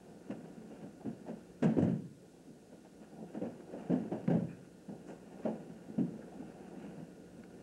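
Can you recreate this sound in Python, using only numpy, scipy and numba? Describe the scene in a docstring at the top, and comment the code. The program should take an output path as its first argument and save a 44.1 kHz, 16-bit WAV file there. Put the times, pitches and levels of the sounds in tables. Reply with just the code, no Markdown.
"""Bodies land on vinyl-covered mats as two people practise throws in a small, hard-walled hall.
Each fall, bare foot or knee smacks the cover, thuds into the foam and sets the floor booming.
Feet shuffle, heavy cotton rustles, skin squeaks, and a hand or wooden staff gives a few sharp cracks.
Ventilation and mains hum run throughout. A camera with a whining motor turns its volume down
on the big falls and lays tape hiss under everything."""
import sys
import numpy as np
from scipy import signal
from scipy.fft import rfft, irfft
from scipy.io import wavfile
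from scipy.ndimage import uniform_filter1d
from numba import njit

SR = 44100
rng = np.random.default_rng(int(sys.argv[2]) if len(sys.argv) > 2 else 0)


def generate_wav(sig):
    """Save sig (samples, or channels by samples) to the path in sys.argv[1] as 16-bit PCM at SR."""
    pcm = np.round(np.clip(np.atleast_2d(sig).T, -1, 1) * 32767).astype(np.int16)
    wavfile.write(sys.argv[1], SR, pcm)


N = 336042
TIME = np.arange(N) / SR
ONE_SECOND = np.arange(SR) / SR

# A "colour" says how strong the low and high parts of a sound are, compared with each other.
# colour of the hall's ventilation: (frequency [Hz], level [dB])
AIR_COLOUR = [(20, -30), (45, -12), (62, -9.5), (90, -7), (160, -1.5), (320, 2.5), (480, -2.5), (750, -13),
              (1080, -29.5), (1500, -21.5), (2200, -33), (2750, -26), (3400, -42), (6000, -83)]
# resonances of the camera's tape drive: (pitch [Hz], width [Hz], level [dB])
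DRIVE_WHINE = [(1438, 34, -84), (1495, 55, -97), (1790, 40, -85)]
# tones of the mains and the camera's motor: (pitch [Hz], level [dB])
HUM_TONES = [(59.5, -75.5), (179, -61), (479, -70.5), (1438, -79.5)]
# colour of tape hiss: (frequency [Hz], level [dB])
HISS_COLOUR = [(30, 3), (200, 8), (1000, -1.5), (3500, 0.5), (5000, 1), (6800, 1.5), (9000, 0.5),
               (11000, -4), (13000, -11), (14400, -17), (14800, -40)]
# steady whistles of the camera's circuits: (pitch [Hz], level [dB])
CIRCUIT_WHISTLES = [(8000, -98), (15734, -100)]
# how hard the two move through two throws and a kneeling hold: (time [s], effort [dB])
EFFORT_CURVE = [(0, -1), (.83, -1), (.95, -11), (1.15, -4), (1.5, -9), (2.1, -15.5), (2.35, -4.5),
                (2.95, -8), (3.3, 0), (3.65, 0.5), (3.85, 8), (4.25, 0), (4.72, -10), (5.25, -2),
                (5.5, 4.5), (5.8, -3), (6.85, 1), (7.25, -11.5), (7.62, -4)]
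# colour of shuffling feet: (frequency [Hz], level [dB])
SHUFFLE_COLOUR = [(40, -48), (90, -19), (160, 6), (250, 6), (400, 1.5), (560, -1), (760, -3.5), (1000, -21),
                  (1500, -51), (5000, -87)]
# colour of rustling cotton: (frequency [Hz], level [dB])
CLOTH_COLOUR = [(600, -32), (900, 7.5), (1200, 1), (1650, 3), (2150, -5.5), (2850, -2), (3400, -21.5),
                (7000, -17.5), (11000, -37), (15000, -70)]
# a sole or shin slides over the mat: (time [s], length [s], level [dB])
FOOT_SLIDES = [(.06, 0.11, -54), (2.21, 0.091, -53), (2.72, 0.052, -51), (3.0, .09, -51.5),
               (3.11, 0.093, -48), (3.18, 0.094, -46.5), (4.91, 0.078, -48), (5.08, 0.069, -45),
               (6.19, 0.043, -46.5), (6.34, 0.062, -48)]
# a sleeve or trouser leg flaps: (time [s], length [s], level [dB])
CLOTH_FLAPS = [(.303, 0.028, -55), (.755, .04, -66), (.812, .03, -60.5), (1.001, 0.03, -64.5),
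               (1.045, .05, -66), (1.27, 0.037, -59), (2.845, .025, -64), (3.0, 0.087, -63),
               (3.337, .04, -57.5), (3.43, .11, -65), (3.775, 0.05, -58.5), (4.61, 0.059, -68),
               (5.07, 0.073, -60.5), (5.41, 0.099, -60.5), (5.978, 0.037, -61.5), (6.48, 0.071, -67.5),
               (6.78, 0.13, -70)]
# feet and knees landing; the boom and slap levels are added to the thud's level:
# (time [s], relative thud level [dB], thud pitch [Hz], floor boom [dB], mat slap [dB])
FOOTSTEPS = [(0.296, -26.5, 249.4, -14.5, -12.5), (0.433, -40, 185, -29, -7.5),
             (0.488, -43.5, 250, -21, -27), (0.57, -38.5, 213, -24, -20), (0.696, -39, 273, -27, -10.5),
             (0.821, -35, 168, -14, -12), (1.046, -29.5, 270, -7.5, -14), (1.07, -31, 220, -17, -27),
             (1.275, -37.5, 250, -30, -3), (1.296, -33.5, 215, -29, -19), (2.478, -38.5, 226, -18, -28),
             (2.707, -44.5, 188, -31, -5), (3.338, -34.5, 299.5, -33, -7), (3.361, -29, 219, -45, -15),
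             (3.412, -26, 277, -17, -7), (3.447, -33, 226, -19, -7), (3.72, -39.5, 312, -40, 2),
             (4.043, -40, 232, -29, -24), (4.552, -49, 187, -13, -5.5), (4.88, -32, 194, -17, -13),
             (5.448, -25, 216.1, -48, -4), (5.471, -38, 232, -41, -7), (5.68, -37, 220, -39, -20),
             (5.885, -35, 252, -23, -22.5), (5.978, -20, 170.2, -41, -20), (6.003, -23, 249.2, -38, -31),
             (6.387, -35.5, 241, -34, -21), (6.76, -38, 259, -27, -33), (6.826, -36.5, 203, -30, -15),
             (6.975, -38.5, 181, -30, -13), (7.379, -41.5, 229, -22, -22)]
# colour of a blow on the mats: (frequency [Hz], level [dB])
MAT_COLOUR = [(45, -29), (70, -33), (100, -11.5), (140, -3.5), (190, 0.5), (240, 3), (310, -4), (410, -9.5),
              (530, -8.5), (700, -15), (850, -21.5), (1100, -31.5)]
# tones the floor rings at: (pitch [Hz], relative level [dB], fade time before damping [s])
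FLOOR_TONES = [(154, -8, 0.54), (172.3, 10.5, 0.55), (183.8, -2.5, 0.72), (222.3, 3, 0.61),
               (247, -4.5, 0.49), (291.8, -2.5, 0.39), (338.5, -4, 0.36)]
# colour of skin smacking vinyl: (frequency [Hz], level [dB])
SMACK_COLOUR = [(600, -23), (950, 7.5), (1200, -2), (1600, 5.5), (2150, -5.5), (2900, -4.5), (3500, -18.5),
                (5000, -20.5), (7000, -23), (10000, -33), (15000, -64)]
# a sole twists on the vinyl: (time [s], length [s], level [dB])
SOLE_SCUFFS = [(.513, 0.019, -59), (1.0, 0.037, -56), (1.252, 0.058, -53.5), (2.845, 0.027, -52.5),
               (4.933, 0.015, -58.5), (5.083, .03, -50), (6.318, 0.022, -54), (6.421, 0.019, -54)]
# cotton whips or skids across the vinyl: (time [s], length [s], level [dB])
COTTON_SWISHES = [(1.621, 0.015, -65), (1.638, .015, -57.5), (1.783, 0.026, -62), (1.818, 0.034, -60),
                  (5.063, .076, -69)]
# skin squeaks on the cover: (time [s], length [s], pitch [Hz], width [Hz], level [dB])
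SKIN_SQUEAKS = [(4.478, 0.078, 2500, 200, -65), (4.48, .08, 1570, 450, -62), (6.212, 0.036, 1540, 504, -63),
                (6.76, 0.22, 2600, 590, -72.5)]
# bodies landing, limb after limb; boom, slap and smack are added to the thud's level:
# (time [s], relative thud level [dB], thud pitch [Hz], floor boom [dB], mat slap [dB],
#  cover smack [dB], base contact time [s])
BODY_FALLS = [(1.621, -20.5, 235, -37, -12.5, -20.5, 0.023), (1.641, -15, 200, -18, -16, -32, 0.01),
              (1.768, -19.5, 332, -7.5, -14.5, -32, 0.0064), (1.783, -16.5, 306, -6, -15, -28.5, 0.0065),
              (1.819, -18.5, 208, -18, -13.5, -26, 0.017), (1.872, -17, 181.7, -11.5, -21.5, -33, 0.015),
              (3.893, -19, 241.7, -35, -16.5, -35.5, 0.022), (3.914, -27.5, 251, -12, -12, -23, 0.016),
              (3.941, -30.5, 234, -21, -22, -35, 0.012), (4.112, -30, 328, -13, -6.5, -23.5, 0.015),
              (4.276, -19, 171.8, -38, -17.5, -35, 0.013), (4.297, -19, 160, -17, -11.5, -27, 0.018),
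              (4.342, -21, 162, -13.5, -16, -35, 0.012), (4.393, -34, 184, -12, -22, -44, 0.018)]
# sharp cracks of a hand or the wooden staff: (time [s], level [dB])
SHARP_CRACKS = [(3.604, -58.5), (4.276, -45), (7.435, -57.5)]
# colour of a crack: (frequency [Hz], level [dB])
CRACK_COLOUR = [(500, -25), (1000, -1), (1500, 2), (2200, -4), (3000, -15), (5000, -21), (9000, -39),
                (15000, -70)]


def gain(db):
    """Turn decibels into a number to multiply by."""
    return 10 ** (np.asarray(db) / 20)


def unit(x):
    """Scale x to an average (rms) level of 1."""
    return x / np.sqrt(np.mean(x ** 2))


def colour(x, points):
    """Filter x with a colour table; average level 1."""
    hz, db = np.transpose(points)
    freqs = np.maximum(np.fft.rfftfreq(len(x), 1 / SR), 1)
    curve_db = np.interp(np.log(freqs), np.log(hz), db)
    return unit(irfft(rfft(x) * gain(curve_db), len(x)))


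def resonant_noise(hz, width_hz, size):
    """Noise gathered around one pitch; average level 1."""
    distance = 2 * (np.fft.rfftfreq(size, 1 / SR) - hz) / width_hz
    return unit(irfft(rfft(rng.standard_normal(size)) / np.sqrt(1 + distance ** 4), size))


def band(x, low_hz, high_hz, order=3):
    """Keep the part of x between two frequencies."""
    return signal.sosfilt(signal.butter(order, [low_hz, high_hz], "band", fs=SR, output="sos"), x)


def fade(fade_s):
    """A one-second curve that drops by 60 dB every fade_s seconds."""
    return np.exp(-np.log(1000) * ONE_SECOND / fade_s)


def add(out, time_s, x):
    """Mix x into out, starting at time_s."""
    start = int(time_s * SR)
    out[start:start + len(x)] += x[:N - start]


def background():
    """Ventilation rumbles, the camera's motor whines and the mains hum; the tones waver a little."""
    air = gain(-56) * colour(rng.standard_normal(N), AIR_COLOUR)
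    drive = sum(gain(db) * resonant_noise(hz, width, N) for hz, width, db in DRIVE_WHINE)
    wavering_time = TIME + np.cumsum(0.002 * resonant_noise(0, 18, N)) / SR
    hum = sum(gain(db) * np.sqrt(2) * np.sin(2 * np.pi * hz * wavering_time) for hz, db in HUM_TONES)
    return air + drive + hum


def strokes(rows):
    """Loudness curve of short moves: each swells for a third of its length, then dies away."""
    out = np.zeros(N)
    for time_s, length_s, db in rows:
        age = 3 * ONE_SECOND / length_s
        add(out, time_s, gain(db) * age * np.exp(1 - age))
    return out


def friction(points, spread_db, echo_db, slips_per_s=700):
    """Surfaces catch and let go in many tiny, uneven slips, blurred by the hall's echo."""
    slips = (rng.random(N) < slips_per_s / SR) * rng.standard_normal(N)
    slips *= gain(spread_db * np.minimum(rng.exponential(size=N), 4))
    hall = gain(echo_db) * unit(rng.standard_normal(SR) * fade(0.37)) / np.sqrt(SR)
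    hall[0] = 1  # the direct sound
    return colour(signal.fftconvolve(slips, hall)[:N], points)


def shuffle_and_rustle():
    """Soles shuffle and cotton rustles louder as effort grows; single slides and flaps stand out."""
    effort_db = np.interp(TIME, *np.transpose(EFFORT_CURVE))
    feet_level = np.hypot(gain(-52.5 + effort_db), strokes(FOOT_SLIDES))
    cloth_level = np.hypot(gain(-68.5 + 0.79 * effort_db), strokes(CLOTH_FLAPS))
    feet = feet_level * friction(SHUFFLE_COLOUR, spread_db=1.8, echo_db=2)
    cloth = cloth_level * friction(CLOTH_COLOUR, spread_db=1.95, echo_db=0)
    return feet + cloth


def unit_peak(x):
    """Scale x so that its loudest 20 ms or so has an average level of 1."""
    return x / np.sqrt(uniform_filter1d(x ** 2, 900).max())


def favour(hz, centre_hz, focus):
    """A limb's weight on springy foam favours one range of pitch; more focus makes it narrower."""
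    return 1 / np.sqrt(1 + (focus * np.log2(hz / centre_hz)) ** 2)


def echoes(points, low_hz, high_hz, centre_hz=1, focus=0, evenness=0.45, window=1100):
    """Crowded wall echoes: one second of noise with its swells partly evened out."""
    noise = band(colour(rng.standard_normal(SR), points), low_hz, high_hz)
    noise = irfft(rfft(noise) * favour(np.fft.rfftfreq(SR, 1 / SR) + 1, centre_hz, focus), SR)
    power = uniform_filter1d(noise ** 2, window) + 1e-12
    return unit(noise / power ** (evenness / 2))


def contact(rise_s, hold_s, hall_db, fade_s):
    """Loudness curve of a blow: the limb sinks in, stops, and the hall rings on."""
    rise = 1 - np.exp(-(ONE_SECOND / rise_s) ** 2)
    return rise * np.hypot(np.exp(-ONE_SECOND / hold_s), gain(hall_db) * fade(fade_s))


def knock(thud_hz, contact_s):
    """The limb bounces on the foam for a few cycles, sinking in pitch as the foam gives."""
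    age = ONE_SECOND / contact_s
    pitch = thud_hz * (1 + 0.15 * np.exp(-age))
    cycles = np.cumsum(pitch) / SR + rng.random()
    return unit_peak(age * np.exp(-1.3 * age) * np.sin(2 * np.pi * cycles))


def floor_ring(thud_hz, damping):
    """The floor rings at its own tones, a little differently on every spot."""
    ring = np.zeros(SR)
    for hz, db, fade_s in FLOOR_TONES:
        level_shift, pitch_shift = rng.standard_normal(2)
        level = gain(db + 0.73 * level_shift) * favour(hz, thud_hz, focus=11)
        tone = np.sin(2 * np.pi * hz * (1 + 0.021 * pitch_shift) * ONE_SECOND)
        ring += level * tone * fade(fade_s / damping)
    return unit_peak(ring * (1 - np.exp(-ONE_SECOND / 0.01)))


def landing(thud_db, thud_hz, boom_db, slap_db, smack_db, contact_s, *, knock_db, damping,
            hall_db, hall_fade_s, boom_rise_s, boom_fade_s, slap_hall_db, smack_hall_db):
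    """One blow: the cover smacks, the foam slaps and thuds, and the floor beneath booms."""
    rise_s = 0.37 * contact_s * gain(-0.45 * (thud_db + 21))  # light, long contacts start gently
    thud = echoes(MAT_COLOUR, 112, 444, thud_hz, focus=1.9, evenness=0.74, window=700)
    thud = unit_peak(thud * contact(1.27 * rise_s, 1.83 * contact_s, hall_db, hall_fade_s))
    thud += gain(knock_db) * knock(thud_hz, contact_s)
    thud += gain(-3) * floor_ring(thud_hz, damping)
    boom = echoes(MAT_COLOUR, 81, 151) * contact(boom_rise_s, 2 * contact_s, 0, boom_fade_s)
    boom = band(boom, 70, 190, order=2)
    slap = echoes(MAT_COLOUR, 361, 950, evenness=0.54, window=600)
    slap *= contact(rise_s, 2.54 * contact_s, slap_hall_db, fade_s=0.38)
    smack = echoes(SMACK_COLOUR, 640, 11000, evenness=0.77, window=200)
    smack *= contact(0.7 * rise_s, 1.7 * contact_s, smack_hall_db, fade_s=0.54)
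    parts = [(thud, 0), (boom, boom_db), (slap, slap_db + 5), (smack, smack_db + 2.5)]
    return gain(thud_db) * sum(gain(db) * unit_peak(part) for part, db in parts)


def steps():
    """Feet and knees land lightly; the flatter they land, the more the cover smacks."""
    out = np.zeros(N)
    for time_s, thud_db, thud_hz, boom_db, slap_db in FOOTSTEPS:
        smack_db = -34.5 + 0.58 * (thud_db + slap_db) - thud_db
        step = landing(thud_db, thud_hz, boom_db, slap_db, smack_db, contact_s=0.015,
                       knock_db=0.5, damping=2.07, hall_db=-12.5, hall_fade_s=0.84,
                       boom_rise_s=0.015, boom_fade_s=0.43, slap_hall_db=-12, smack_hall_db=-10.5)
        add(out, time_s, step)
    return gain(-8) * out


def rubbing():
    """Skin and cotton rub on the vinyl: low scuffs, high swishes and thin squeaks."""
    scuffs = strokes(SOLE_SCUFFS) * resonant_noise(hz=686, width_hz=250, size=N)
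    swishes = strokes(COTTON_SWISHES) * resonant_noise(hz=6850, width_hz=3000, size=N)
    squeaks = np.zeros(N)
    for time_s, length_s, hz, width_hz, db in SKIN_SQUEAKS:
        squeaks += strokes([(time_s, length_s, db)]) * np.resize(resonant_noise(hz, width_hz, SR), N)
    return scuffs + swishes + squeaks


def falls():
    """A whole body comes down limb after limb, shaking the floor and filling the hall."""
    out = np.zeros(N)
    for time_s, *limb in BODY_FALLS:
        blow = landing(*limb, knock_db=-0.5, damping=1.33, hall_db=-2.5, hall_fade_s=0.53,
                       boom_rise_s=0.022, boom_fade_s=0.59, slap_hall_db=1.5, smack_hall_db=-4)
        add(out, time_s, blow)
    return gain(-4.5) * out


def cracks(length_s=0.0073):
    """A hand or the wooden staff hits hard, making a very short burst of noise."""
    bursts = strokes([(time_s, length_s, db) for time_s, db in SHARP_CRACKS])
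    return bursts * colour(rng.standard_normal(N), CRACK_COLOUR)


def scene(low_cut_hz=62):
    """Everything that reaches the one microphone; the blows carry no deep bass."""
    bass_cut = signal.butter(3, low_cut_hz, "high", fs=SR, output="sos")
    blows = signal.sosfilt(bass_cut, falls() + steps())
    return (blows + shuffle_and_rustle() + rubbing() + cracks() + background())[None]


@njit
def follow_peaks(x, rise_s, sink_s, level):
    """A loudness meter that starts at level, jumps up with each peak and sinks slowly."""
    out = np.empty(len(x))
    for i in range(len(x)):
        response_s = rise_s if abs(x[i]) > level else sink_s
        level += (abs(x[i]) - level) / (response_s * SR)
        out[i] = level
    return out


def record(dry, threshold_db=-21, ceiling_db=-16, top_hz=15780):
    """The camera's volume starts low and dips at each fall; its tape rounds off peaks and hisses."""
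    peaks = follow_peaks(dry[0], rise_s=0.0023, sink_s=2.84, level=float(gain(-18)))
    turned_down = dry[0] / (1 + (peaks / gain(threshold_db)) ** 4) ** (1 / 4)
    rounded = gain(ceiling_db) * np.tanh(turned_down / gain(ceiling_db))
    hiss = gain(-72) * colour(rng.standard_normal(N), HISS_COLOUR)
    whistles = sum(gain(db) * np.sqrt(2) * np.sin(2 * np.pi * hz * TIME) for hz, db in CIRCUIT_WHISTLES)
    treble_cut = signal.ellip(10, 0.2, 70, top_hz, fs=SR, output="sos")
    return signal.sosfilt(treble_cut, rounded + hiss + whistles)[None]


dry = scene()
out = record(dry)
generate_wav(out)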